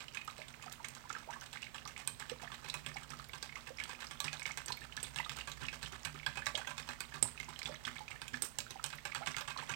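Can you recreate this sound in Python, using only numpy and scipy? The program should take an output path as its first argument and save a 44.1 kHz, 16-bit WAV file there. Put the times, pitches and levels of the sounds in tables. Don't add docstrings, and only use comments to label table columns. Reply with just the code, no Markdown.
import sys
import numpy as np
from scipy import signal
from scipy.fft import rfft, irfft
from scipy.io import wavfile
from scipy.ndimage import uniform_filter1d

SR = 44100
rng = np.random.default_rng(int(sys.argv[2]) if len(sys.argv) > 2 else 0)


def log_audio(samples):
    frames = np.atleast_2d(samples).T
    limited = np.clip(frames, -1, 1)
    pcm = np.round(limited * 32767).astype(np.int16)
    wavfile.write(sys.argv[1], SR, pcm)


N = 429975
TIME_S = np.arange(N) / SR
EVENT_S = TIME_S[:SR // 6]

# (time [s], turns done [count])
WHISK_TURNS = [(-0.07, 0), (1.1, 5), (1.98, 9), (2.875, 13), (3.805, 17), (4.02, 18), (4.47, 20),
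               (4.96, 22), (5.19, 23), (6.275, 28), (6.9, 31), (7.405, 33), (7.87, 35), (8.345, 37),
               (8.85, 39), (9.07, 40), (9.71, 43)]
# (time [s], batter drive [dB], wire pressure [dB], worktop push [dB], squelch pitch [Hz])
HAND_EFFORT = [(0, -54, -41, -79, 2020), (0.65, -55, -59, -59, 1514), (1.3, -54, -53, -57, 1393),
               (1.8, -54.5, -59, -61.5, 2316), (2.7, -51, -50, -47.5, 2610), (3.3, -56, -66, -49.5, 1726),
               (3.6, -55, -57, -62, 2410), (3.85, -49, -57, -54, 1970), (4.5, -50, -61, -52, 2604),
               (4.95, -54, -68, -50, 3004), (5.25, -48, -39, -47.5, 2250), (5.75, -49.5, -44, -48.5, 1830),
               (6.15, -53, -69, -46, 1735), (6.55, -48, -46, -48.5, 1102), (7.2, -53, -52, -48, 1488),
               (7.8, -49, -52.5, -46, 2840), (8.5, -58, -45.5, -55, 2415), (9.3, -50, -32, -45.5, 1506),
               (9.75, -47, -44, -45.5, 1706)]
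# (time [s], level [dB], treble re level [dB])
HARD_TAPS = [(0.005, -47, -11.5), (0.147, -45.5, -11.5), (0.277, -56, -2.5), (0.625, -56, -3.5),
             (0.846, -44.5, -10.5), (1.461, -59.5, -1), (1.53, -63, 8), (1.745, -45.5, -13.5),
             (1.876, -59.5, 5), (1.978, -56, -2), (2.075, -42, -12), (2.198, -50.5, -3.5),
             (2.297, -45, -6.5), (2.518, -44.5, -16.5), (2.546, -59, -5), (2.645, -47.5, -17),
             (2.686, -47.5, -10), (2.741, -39.5, -10.5), (2.863, -41.5, -9.5), (2.887, -59, -3.5),
             (3.032, -53, -7.5), (3.243, -62, 0.5), (3.104, -50.5, -6.5), (3.333, -44.5, -14.5),
             (3.427, -44, -5.5), (3.838, -51.5, 0.5), (3.894, -43, -16), (4.004, -48, -16),
             (4.111, -43.5, -15), (4.203, -39.5, -4), (4.243, -44, -5.5), (4.33, -42.5, -9.5),
             (4.396, -47.5, -8.5), (4.463, -47.5, -5.5), (4.574, -40.5, -9.5), (4.682, -45, -6),
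             (4.967, -55.5, 3.5), (5.16, -42.5, -9), (5.295, -45.5, -3), (5.368, -56.5, 0),
             (5.474, -41.5, -15.5), (5.517, -51, -3), (5.61, -50, -16), (5.728, -45, -17),
             (5.829, -44.5, -9.5), (6.05, -39.5, -8.5), (6.069, -45.5, -15), (6.263, -31.5, -16),
             (6.357, -47, -15), (6.372, -39, -19), (6.459, -48, -4.5), (6.467, -31.5, -13),
             (6.576, -40, -12.5), (6.673, -38, -16.5), (6.706, -42, -18), (6.78, -43.5, -8.5),
             (6.877, -52, -14), (6.889, -39.5, -15), (7.005, -40, -7.5), (7.14, -46.5, -17),
             (7.4, -60.5, 3.5), (7.591, -50, -3), (8.217, -43, -11.5), (8.28, -50.5, -2.5),
             (8.586, -41.5, -0.5), (8.604, -56, 6.5), (8.707, -49, -4.5), (8.841, -39, -4),
             (8.862, -49.5, -1), (8.903, -49.5, -9.5), (9.053, -37.5, -15), (9.148, -40.5, -10),
             (9.159, -43.5, -11.5), (9.261, -43, -10), (9.272, -34, -14.5), (9.366, -42.5, -6),
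             (9.383, -40.5, -12.5), (9.409, -42.5, -12), (9.477, -42, -15), (9.506, -43.5, -19),
             (9.694, -37, -16.5), (9.718, -48, -12.5)]
# (frequency [Hz], width [Hz], level [dB])
BOWL_MODES = [(572, 28, 0), (795, 30, -6), (905, 30, -5), (1000, 35, -2), (1065, 35, 1), (1155, 32, 2),
              (1410, 45, -1), (1585, 55, 5), (1690, 45, 1), (2320, 50, -1), (2525, 55, 0), (3135, 50, -5),
              (3440, 90, -7), (3970, 110, -11), (4550, 200, -14), (5350, 150, -15), (5700, 150, -14),
              (6160, 120, -16), (7560, 160, -11), (8400, 250, -12)]
# (frequency [Hz], density [dB])
CRACK_SPECTRUM = [(300, -20), (900, -8), (2500, 0), (5000, -5), (8300, -3.5), (9500, -17.5), (16000, -20.5)]
# (time [s], level [dB], pitch [Hz])
AIR_POCKETS = [(0.082, -50.5, 3000), (0.171, -42.5, 2500), (0.214, -49.5, 2500), (0.278, -45.5, 1238),
               (0.389, -51.5, 610), (0.417, -49, 2340), (0.54, -54, 2410), (0.664, -52.5, 725),
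               (0.679, -52, 1314), (0.844, -46.5, 2200), (0.8, -58, 940), (1.053, -57.5, 986),
               (1.102, -42, 1416), (1.15, -46, 1640), (1.164, -48, 1300), (1.275, -54, 650),
               (1.288, -52, 880), (1.299, -49, 940), (1.314, -58, 1240), (1.334, -50.5, 1700),
               (1.36, -53, 1100), (1.418, -52, 1520), (1.557, -53, 1590), (1.571, -48.5, 2220),
               (1.628, -46.5, 2870), (1.667, -51.5, 2330), (1.781, -51.5, 2810), (1.857, -51, 1197),
               (1.963, -48.5, 2370), (2.223, -48, 1640), (2.316, -47, 495), (2.397, -57, 1730),
               (2.432, -50, 697), (2.475, -49.5, 1850), (2.699, -41.5, 4020), (2.958, -51.5, 787),
               (2.968, -46, 2280), (3.134, -50, 1305), (3.196, -49.5, 1298), (3.294, -53, 2260),
               (3.493, -53, 2150), (3.524, -52, 2240), (3.556, -46.5, 2160), (3.566, -52.5, 1140),
               (3.67, -53.5, 2550), (3.704, -52, 524), (3.785, -46.5, 2420), (3.8, -42, 2260),
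               (3.812, -52, 1710), (3.948, -54.5, 2470), (4.28, -40, 2500), (4.419, -46, 2270),
               (4.455, -40, 2250), (4.509, -46, 2280), (4.703, -45.5, 996), (4.721, -40.5, 4230),
               (4.773, -51, 2250), (4.816, -54, 1815), (4.923, -52, 3010), (4.975, -46, 1690),
               (5.044, -50.5, 3610), (5.186, -41.5, 2730), (5.197, -45, 954), (5.202, -40.5, 2010),
               (5.247, -48, 3750), (5.261, -49, 1230), (5.409, -46, 2790), (5.652, -48, 2950),
               (5.684, -40, 2550), (5.86, -47.5, 3220), (5.93, -54, 1296), (6.198, -51, 2360),
               (6.231, -52, 2260), (6.42, -47.5, 1700), (6.546, -46.5, 612), (6.552, -36.5, 3320),
               (6.593, -52.5, 786), (6.614, -48, 1550), (6.647, -51, 1920), (7.122, -53.5, 1740),
               (7.157, -55, 1170), (7.254, -54, 986), (7.376, -50.5, 2600), (7.4, -44.5, 2130),
               (7.43, -55, 2630), (7.485, -52, 996), (7.561, -51, 3100), (7.617, -44.5, 2340),
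               (7.657, -41.5, 3470), (7.694, -47, 588), (7.851, -42, 3460), (7.876, -42.5, 1504),
               (7.964, -49, 2240), (8.005, -54.5, 850), (8.08, -47.5, 2420), (8.114, -47, 2300),
               (8.158, -55, 1840), (8.342, -40, 1710), (8.665, -52.5, 1480), (8.756, -52.5, 790),
               (8.795, -49.5, 1320), (8.935, -48.5, 1426), (8.984, -51, 2060), (9.119, -46.5, 2320),
               (9.149, -43, 1420), (9.209, -50.5, 680), (9.217, -50.5, 804), (9.226, -50, 1420),
               (9.234, -54, 2190), (9.344, -45.5, 2130), (9.368, -47, 1410), (9.563, -47, 1080),
               (9.575, -46, 4340), (9.584, -51, 1210), (9.596, -51, 2330), (9.625, -53.5, 900),
               (9.738, -43, 2430)]
# (frequency [Hz], density [dB])
BATTER_SPECTRUM = [(300, -17.5), (600, -2), (1100, -0.5), (2400, 0), (4000, -5), (6500, -9.5), (8500, -5.5),
                   (9700, -20), (16000, -23)]
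# (time [s], level [dB], bowl knock [dB], wire song [dB], decay [s])
STEEL_CLINKS = [(0.725, -55, -82, -45.5, 0.0038), (0.885, -49.5, -79, -50.5, 0.0032),
                (2.075, -32.5, -62, -43, 0.0023), (4.66, -43.5, -68, -70, 0.0021),
                (5.029, -37.5, -54, -57, 0.0056), (7.2264, -23, -39.5, -56, 0.0045),
                (8.421, -32, -75, -38, 0.0058), (8.444, -46, -69, -46.5, 0.019)]
# (frequency [Hz], density [dB])
STEEL_SPECTRUM = [(700, -38), (1500, -23.5), (5000, -19), (6300, -27.5), (7700, -8.5), (8600, 1),
                  (9400, -26.5), (12500, -25), (16000, -34)]
# (frequency [Hz], density [dB])
WIRE_SPECTRUM = [(3000, -16), (6500, -5), (10000, -13), (12500, -13), (16000, -14)]
# (time [s], level [dB], pitch [Hz])
WIRE_FLICKS = [(0.248, -54, 12500), (1.128, -42, 7000), (1.853, -42.5, 5000), (2.7, -42, 5500),
               (3.287, -54.5, 12500), (4.069, -42.5, 5600), (4.429, -44, 8000), (4.518, -44, 7200),
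               (4.706, -55, 12500), (4.727, -40, 4850), (4.77, -52, 13500), (4.967, -40, 5100),
               (5.2, -52, 12000), (5.494, -54, 12500), (7.63, -39, 5200), (8.587, -50, 7600),
               (8.841, -45, 12000), (8.954, -51, 12500), (9.41, -50, 12000)]
# (frequency [Hz], density [dB])
TICK_SPECTRUM = [(400, -32), (1500, -3), (3000, -22), (5500, 6.5), (8500, -9), (9700, -11.5), (16000, -20)]
# (time [s], level [dB])
BOWL_SHOVES = [(2.133, -50), (4.243, -44), (4.691, -46.5), (5.621, -43), (5.841, -46), (6.066, -43),
               (7.227, -43.5), (7.861, -48), (8.331, -43.5), (9.289, -47)]
# (frequency [Hz], width [Hz], level [dB])
WORKTOP_MODES = [(59, 3.9, -30), (127, 20, -5), (148.1, 2.6, 8), (247.3, 4.2, -2), (384, 26, -12)]
# (time [s], level [dB])
HUM_LEVEL = [(0, -81), (2.5, -58), (4.5, -58), (5.6, -51.5), (6.5, -55.5), (8.7, -60), (9.75, -61)]
# (frequency [Hz], density [dB])
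ROOM_SPECTRUM = [(20, 12), (60, 1.5), (90, -8), (140, 6.5), (195, -8.5), (240, -10), (320, -11),
                 (1000, -10), (3000, -15.5), (8500, -22.5), (10000, -31.5), (16000, -26.5)]
# (frequency [Hz], density [dB])
MUFFLED_SPECTRUM = [(20, 2), (100, 11.5), (150, -2), (240, 4.5), (500, -5), (2000, -11.5), (5000, -21),
                    (9500, -25), (15500, -16)]

LEAD_S = .014
DEEP_HZ = 1100


def whisk_strokes(count=88, return_s=.1, return_db=-2, reach_s=.032, jitter_s=.0016, spread_db=1.17):
    turn, is_return = np.divmod(np.arange(count), 2)
    lag, force, detune = rng.standard_normal((count, 3)).T
    turn_s, turns = np.transpose(WHISK_TURNS)
    beat_s = np.interp(turn, turns, turn_s) + return_s * is_return
    tapped_s = nearest_row(HARD_TAPS, beat_s - LEAD_S)[0] + LEAD_S
    hard = np.abs(tapped_s - beat_s) < reach_s
    mid_s = np.where(hard, tapped_s, beat_s + jitter_s * lag)
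    pop_s, _, pop_hz = nearest_row(AIR_POCKETS, mid_s)
    opens = (np.abs(pop_s - mid_s) < reach_s) & (pop_hz > DEEP_HZ)
    mid_s = np.where(opens & ~hard, pop_s + LEAD_S / 2, mid_s)
    drive_db, wire_db, push_db, hand_hz = along(HAND_EFFORT, mid_s)
    uneven_db = spread_db * force
    return dict(s=mid_s, hard=hard, hz=np.where(opens, pop_hz, hand_hz * 2 ** (.25 * detune)),
                drive_db=drive_db + uneven_db + return_db * is_return,
                wire_db=wire_db + uneven_db,
                push_db=push_db + uneven_db + return_db * is_return)


def light_taps(strokes, gain_db=-2.5, treble_db=-11.5, spread_db=8.5, dulling=.84):
    db = strokes["wire_db"]
    bright_db = treble_db - dulling * (db - db.mean()) + spread_db * rng.uniform(-.57, 1, len(db))
    rows = np.transpose([strokes["s"] - LEAD_S, db + gain_db, bright_db])
    return list(rows[~strokes["hard"]])


def wire_taps(taps, crack_db=7, crack_s=.00046, split_hz=3050, body_db=2.5, treble_db=13.5, drag_s=.0048):
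    out = np.zeros(N)
    for s, db, bright_db in taps:
        crack = blow_one(colour(noise_burst(crack_s), CRACK_SPECTRUM))
        bowl = blow_one(ring(BOWL_MODES, spread_db=2.5))
        response = bowl + from_db(crack_db + .69 * min(bright_db, 0)) * crack
        contacts = rattle(per_s=2500, fade_s=drag_s * from_db(-.35 * bright_db), first=1.7)
        tap = strike(contacts, response)
        body = blow_one(cut(tap, split_hz, "low", order=4))
        treble = blow_one(cut(tap, split_hz, "high", order=4))
        add(out, s, from_db(db + body_db) * body + from_db(db + bright_db + treble_db) * treble)
    return out


def pocket(hz, life_s, rise, rough):
    t = EVENT_S[:len(EVENT_S) // 3]
    decay_s = life_s * (1000 / max(hz, DEEP_HZ)) ** .63 * from_db(2 * rng.standard_normal())
    age = t / decay_s
    tear = rms_one(cut(rng.standard_normal(len(t)), 150 + hz / 8, "low"))
    phase = 2 * np.pi * np.cumsum(hz * (1 + rise * np.tanh(age - 1))) / SR
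    envelope = (1 - np.exp(-hz * t)) * np.exp(-age)
    return blow_one(envelope * (np.sin(phase) + rough * tear * np.cos(phase)))


def pops(life_s=.0068, tear_db=-7, tear_s=.007):
    out = np.zeros(N)
    for s, db, hz in AIR_POCKETS:
        ragged = 1 / (1 + (DEEP_HZ / hz) ** 4)
        tone = pocket(hz, life_s, rise=rng.uniform(-.02, .08), rough=.28 + .37 * ragged)
        snaps = rattle(per_s=2300, fade_s=tear_s, first=.86)
        snaps = cut(cut(snaps, hz * .7, "high"), hz * 1.9, "low")
        tear = blow_one(colour(snaps, BATTER_SPECTRUM))[:len(tone)]
        add(out, s, from_db(db) * blow_one(tone + ragged * from_db(tear_db) * tear))
    return out


def churn(strokes, attack_s=.011, release_s=.022, rest_db=-9,
          squelch_db=-5, scrape_db=-20, spatter_db=-54.5):
    wet, pressure = np.zeros((2, N))
    effort = from_db(along(HAND_EFFORT, TIME_S)[0] + rest_db)
    t = EVENT_S - EVENT_S.mean()
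    swell = np.exp(-.5 * (t / np.where(t < 0, attack_s, release_s)) ** 2)
    starts_s = strokes["s"] + t[0]
    for s, drive_db, wire_db, hz in zip(starts_s, strokes["drive_db"], strokes["wire_db"], strokes["hz"]):
        drive = from_db(drive_db) * swell
        add(wet, s, drive * squelch(hz, octaves_per_s=rng.uniform(-6, 9)))
        add(effort, s, drive)
        add(pressure, s, from_db(wire_db) * swell)
    snaps, skids = (rng.random((2, N)) < 1300 / SR) * rng.uniform(-1, 1, (2, N))
    crackle = rms_one(colour(snaps * flicker(depth_db=7, rate_hz=160), BATTER_SPECTRUM))
    skids *= flicker(depth_db=6, rate_hz=110)
    scrape = rms_one(signal.oaconvolve(skids, ring(BOWL_MODES, spread_db=0))[:N])
    lumps = rms_one(flicker(depth_db=8, rate_hz=170))
    return (from_db(squelch_db) * wet * lumps + from_db(scrape_db) * pressure * scrape
            + effort * crackle + from_db(spatter_db) * spatter(effort))


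def squelch(hz, octaves_per_s, width_ratio=.17):
    pitch_hz = hz * 2 ** (octaves_per_s * (EVENT_S - EVENT_S.mean()))
    flutter = cut(rng.standard_normal((2, len(EVENT_S))), width_ratio * hz, "low")
    phase = 2 * np.pi * np.cumsum(pitch_hz) / SR
    return rms_one(flutter[0] * np.sin(phase) + flutter[1] * np.cos(phase))


def spatter(effort, count=800):
    out, odds = np.zeros(N), np.cumsum(effort)
    for when, pitch, force in rng.random((count, 3)):
        at = np.searchsorted(odds, when * odds[-1])
        burst = pocket(1100 * 4 ** pitch, life_s=.0028 * from_db(-4 * pitch), rise=.02, rough=1.2)
        add(out, at / SR, np.sqrt(effort[at]) * from_db(7 * force ** 2 - 4 * pitch) * burst)
    return rms_one(out)


def clinks(tail_db=-34, tail_s=.02, strike_db=-11, strike_s=.00068):
    out = np.zeros(N)
    for s, db, knock_db, wire_db, fade_s in STEEL_CLINKS:
        steel_noise, tail_noise, wire_noise = rng.standard_normal((3, len(EVENT_S)))
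        fade = np.exp(-EVENT_S / fade_s) + from_db(strike_db) * np.exp(-EVENT_S / strike_s)
        steel = blow_one(colour(steel_noise * fade, STEEL_SPECTRUM))
        wire = blow_one(colour(wire_noise * fade, WIRE_SPECTRUM))
        tail = colour(tail_noise * np.exp(-EVENT_S / tail_s), STEEL_SPECTRUM)
        shimmer = blow_one(colour(tail, STEEL_SPECTRUM)) * (1 - EVENT_S / EVENT_S[-1])
        contacts = rattle(per_s=3500, fade_s=.0028, first=.51)
        knock = blow_one(cut(cut(contacts, 710, "low"), 120, "high"))
        ringing = steel + from_db(tail_db) * shimmer
        add(out, s, from_db(db) * ringing + from_db(knock_db) * knock + from_db(wire_db) * wire)
    return out


def flicks(fade_s=.003, width_hz=1100, song_db=-7):
    out = np.zeros(N)
    for s, db, hz in WIRE_FLICKS:
        buzz = noise_burst(fade_s)
        mode = np.exp(-np.pi * width_hz * EVENT_S) * np.sin(2 * np.pi * hz * EVENT_S)
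        zing = blow_one(strike(buzz, mode))
        song = blow_one(colour(buzz, WIRE_SPECTRUM))
        add(out, s, from_db(db) * (zing + from_db(song_db) * song))
    return out


def stray_ticks(strokes, scatter_s=.045, gain_db=-40.5, spread_db=15.5, zing_db=-21, per_stroke=2):
    mid_s = np.repeat(strokes["s"], per_stroke)
    when, softness, pitch = rng.random((len(mid_s), 3)).T
    ticks_s = mid_s + scatter_s * (2 * when - 1)
    out, t = np.zeros(N), EVENT_S[:len(EVENT_S) // 8]
    for s, db, hz in zip(ticks_s, gain_db - spread_db * np.sqrt(softness), 3000 * 3 ** pitch):
        zing = np.exp(-t / .0023) * np.sin(2 * np.pi * hz * t)
        add(out, s, from_db(db) * blow_one((t == 0) + from_db(zing_db) * zing))
    return colour(out, TICK_SPECTRUM)


def thuds(strokes, sway_db, sway_hz=235.5, sway_s=.068):
    out, progress = np.zeros(N), EVENT_S / EVENT_S[-1]
    landings_s = strokes["s"] - LEAD_S
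    for s, db in BOWL_SHOVES + list(zip(landings_s, strokes["push_db"])):
        push = cut(rattle(per_s=440, fade_s=.022, first=.93), 344, "low")
        thud = blow_one(strike(push, ring(WORKTOP_MODES, spread_db=3)))
        add(out, s, from_db(db) * thud * (1 - progress))
    envelope = np.sin(np.pi * progress) * np.exp(-EVENT_S / sway_s)
    for s, drive_db in zip(landings_s, strokes["drive_db"]):
        sway = envelope * np.sin(2 * np.pi * rng.normal(sway_hz, 3.2) * EVENT_S)
        add(out, s, from_db(drive_db / 2 + sway_db) * blow_one(sway))
    return out


def kitchen(x, early_s=.0035, late_db=-8.5, t60_s=.26):
    t = TIME_S[:SR // 2]
    early = rng.standard_normal(len(t)) * (rng.random(len(t)) < 2500 / SR)
    early *= np.exp(-t / early_s) * (t > .001)
    late = rng.standard_normal(len(t)) * from_db(-60 * t / t60_s) * (1 - np.exp(-t / early_s))
    echoes = .3 * early / np.linalg.norm(early) + from_db(late_db) * late / np.linalg.norm(late)
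    return x + signal.oaconvolve(x, echoes)[:N]


def hum(hz=60, wander_rad=1.1):
    level_db, = along(HUM_LEVEL, TIME_S)
    return from_db(level_db) * np.sin(2 * np.pi * hz * TIME_S + wander_rad * drift(rate_hz=11))


def noise_floor(spectrum, level_db):
    return from_db(level_db) * rms_one(colour(rng.standard_normal(N), spectrum))


def ring(modes, spread_db):
    hz, width_hz, db = np.transpose(modes)[:, :, None]
    weight = from_db(db + spread_db * rng.standard_normal(hz.shape)) * rng.choice([-1, 1], hz.shape)
    decay = np.exp(-np.pi * width_hz * EVENT_S)
    return np.sum(weight * width_hz * decay * np.sin(2 * np.pi * hz * EVENT_S), axis=0)


def rattle(per_s, fade_s, first):
    hits = rng.random(len(EVENT_S)) < per_s / SR
    clicks = hits * rng.uniform(-1.28, 1, len(EVENT_S)) * np.exp(-EVENT_S / fade_s)
    clicks[0] = first
    return clicks


def strike(clicks, response):
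    return signal.fftconvolve(clicks, response)[:len(EVENT_S)]


def noise_burst(fade_s):
    return rng.standard_normal(len(EVENT_S)) * np.exp(-EVENT_S / fade_s)


def drift(rate_hz):
    knots = rng.standard_normal(int(N / SR * rate_hz) + 2)
    return rms_one(np.interp(TIME_S * rate_hz, np.arange(len(knots)), knots))


def flicker(depth_db, rate_hz):
    return from_db(depth_db * np.tanh(drift(rate_hz)))


def colour(x, spectrum, size=4096):
    hz, db = np.transpose(spectrum)
    bins_hz = np.fft.rfftfreq(size, 1 / SR)
    gain = from_db(np.interp(np.log(bins_hz + 1), np.log(hz), db))
    cepstrum = irfft(np.log(gain))
    cepstrum[1:size // 2] *= 2
    cepstrum[size // 2 + 1:] = 0
    return signal.oaconvolve(x, irfft(np.exp(rfft(cepstrum))))[:len(x)]


def cut(x, hz, kind, order=2):
    return signal.sosfilt(signal.butter(order, min(hz, .45 * SR), kind, fs=SR, output="sos"), x + 1e-18)


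def along(curve, s):
    knots_s, *columns = np.transpose(curve)
    return [np.interp(s, knots_s, column) for column in columns]


def nearest_row(table, s):
    rows = np.array(table)
    return rows[np.abs(s[:, None] - rows[:, 0]).argmin(axis=1)].T


def add(track, s, sound):
    start = int(s * SR)
    part = sound[max(-start, 0):max(N - start, 0)]
    track[max(start, 0):][:len(part)] += part


def from_db(db):
    return 10 ** (np.asarray(db) / 20)


def rms_one(x):
    return x / np.sqrt(np.mean(x ** 2) + 1e-20)


def blow_one(x, size=353):
    return x / np.sqrt(uniform_filter1d(x ** 2, size).max() + 1e-20)


def scene():
    strokes = whisk_strokes()
    taps = HARD_TAPS + light_taps(strokes)
    ticks = stray_ticks(strokes)
    steel = wire_taps(taps) + from_db(5.5) * clinks()
    batter = from_db(9.5) * pops() + churn(strokes)
    airborne = kitchen(steel + ticks + flicks() + batter)
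    room_floor = noise_floor(ROOM_SPECTRUM, level_db=-53)
    muffled_floor = noise_floor(MUFFLED_SPECTRUM, level_db=-65)
    right = airborne + thuds(strokes, sway_db=-40) + hum() + room_floor
    rumble = cut(thuds(strokes, sway_db=-29), 150, "high")
    left = from_db(-43.5) * airborne + from_db(-11) * rumble + muffled_floor
    return np.array([left, right])


def record(dry):
    low_pass = signal.ellip(10, .1, 70, 15900, fs=SR, output="sos")
    return signal.sosfilt(low_pass, cut(dry, 42, "high", order=4))


dry = scene()
out = record(dry)
log_audio(out)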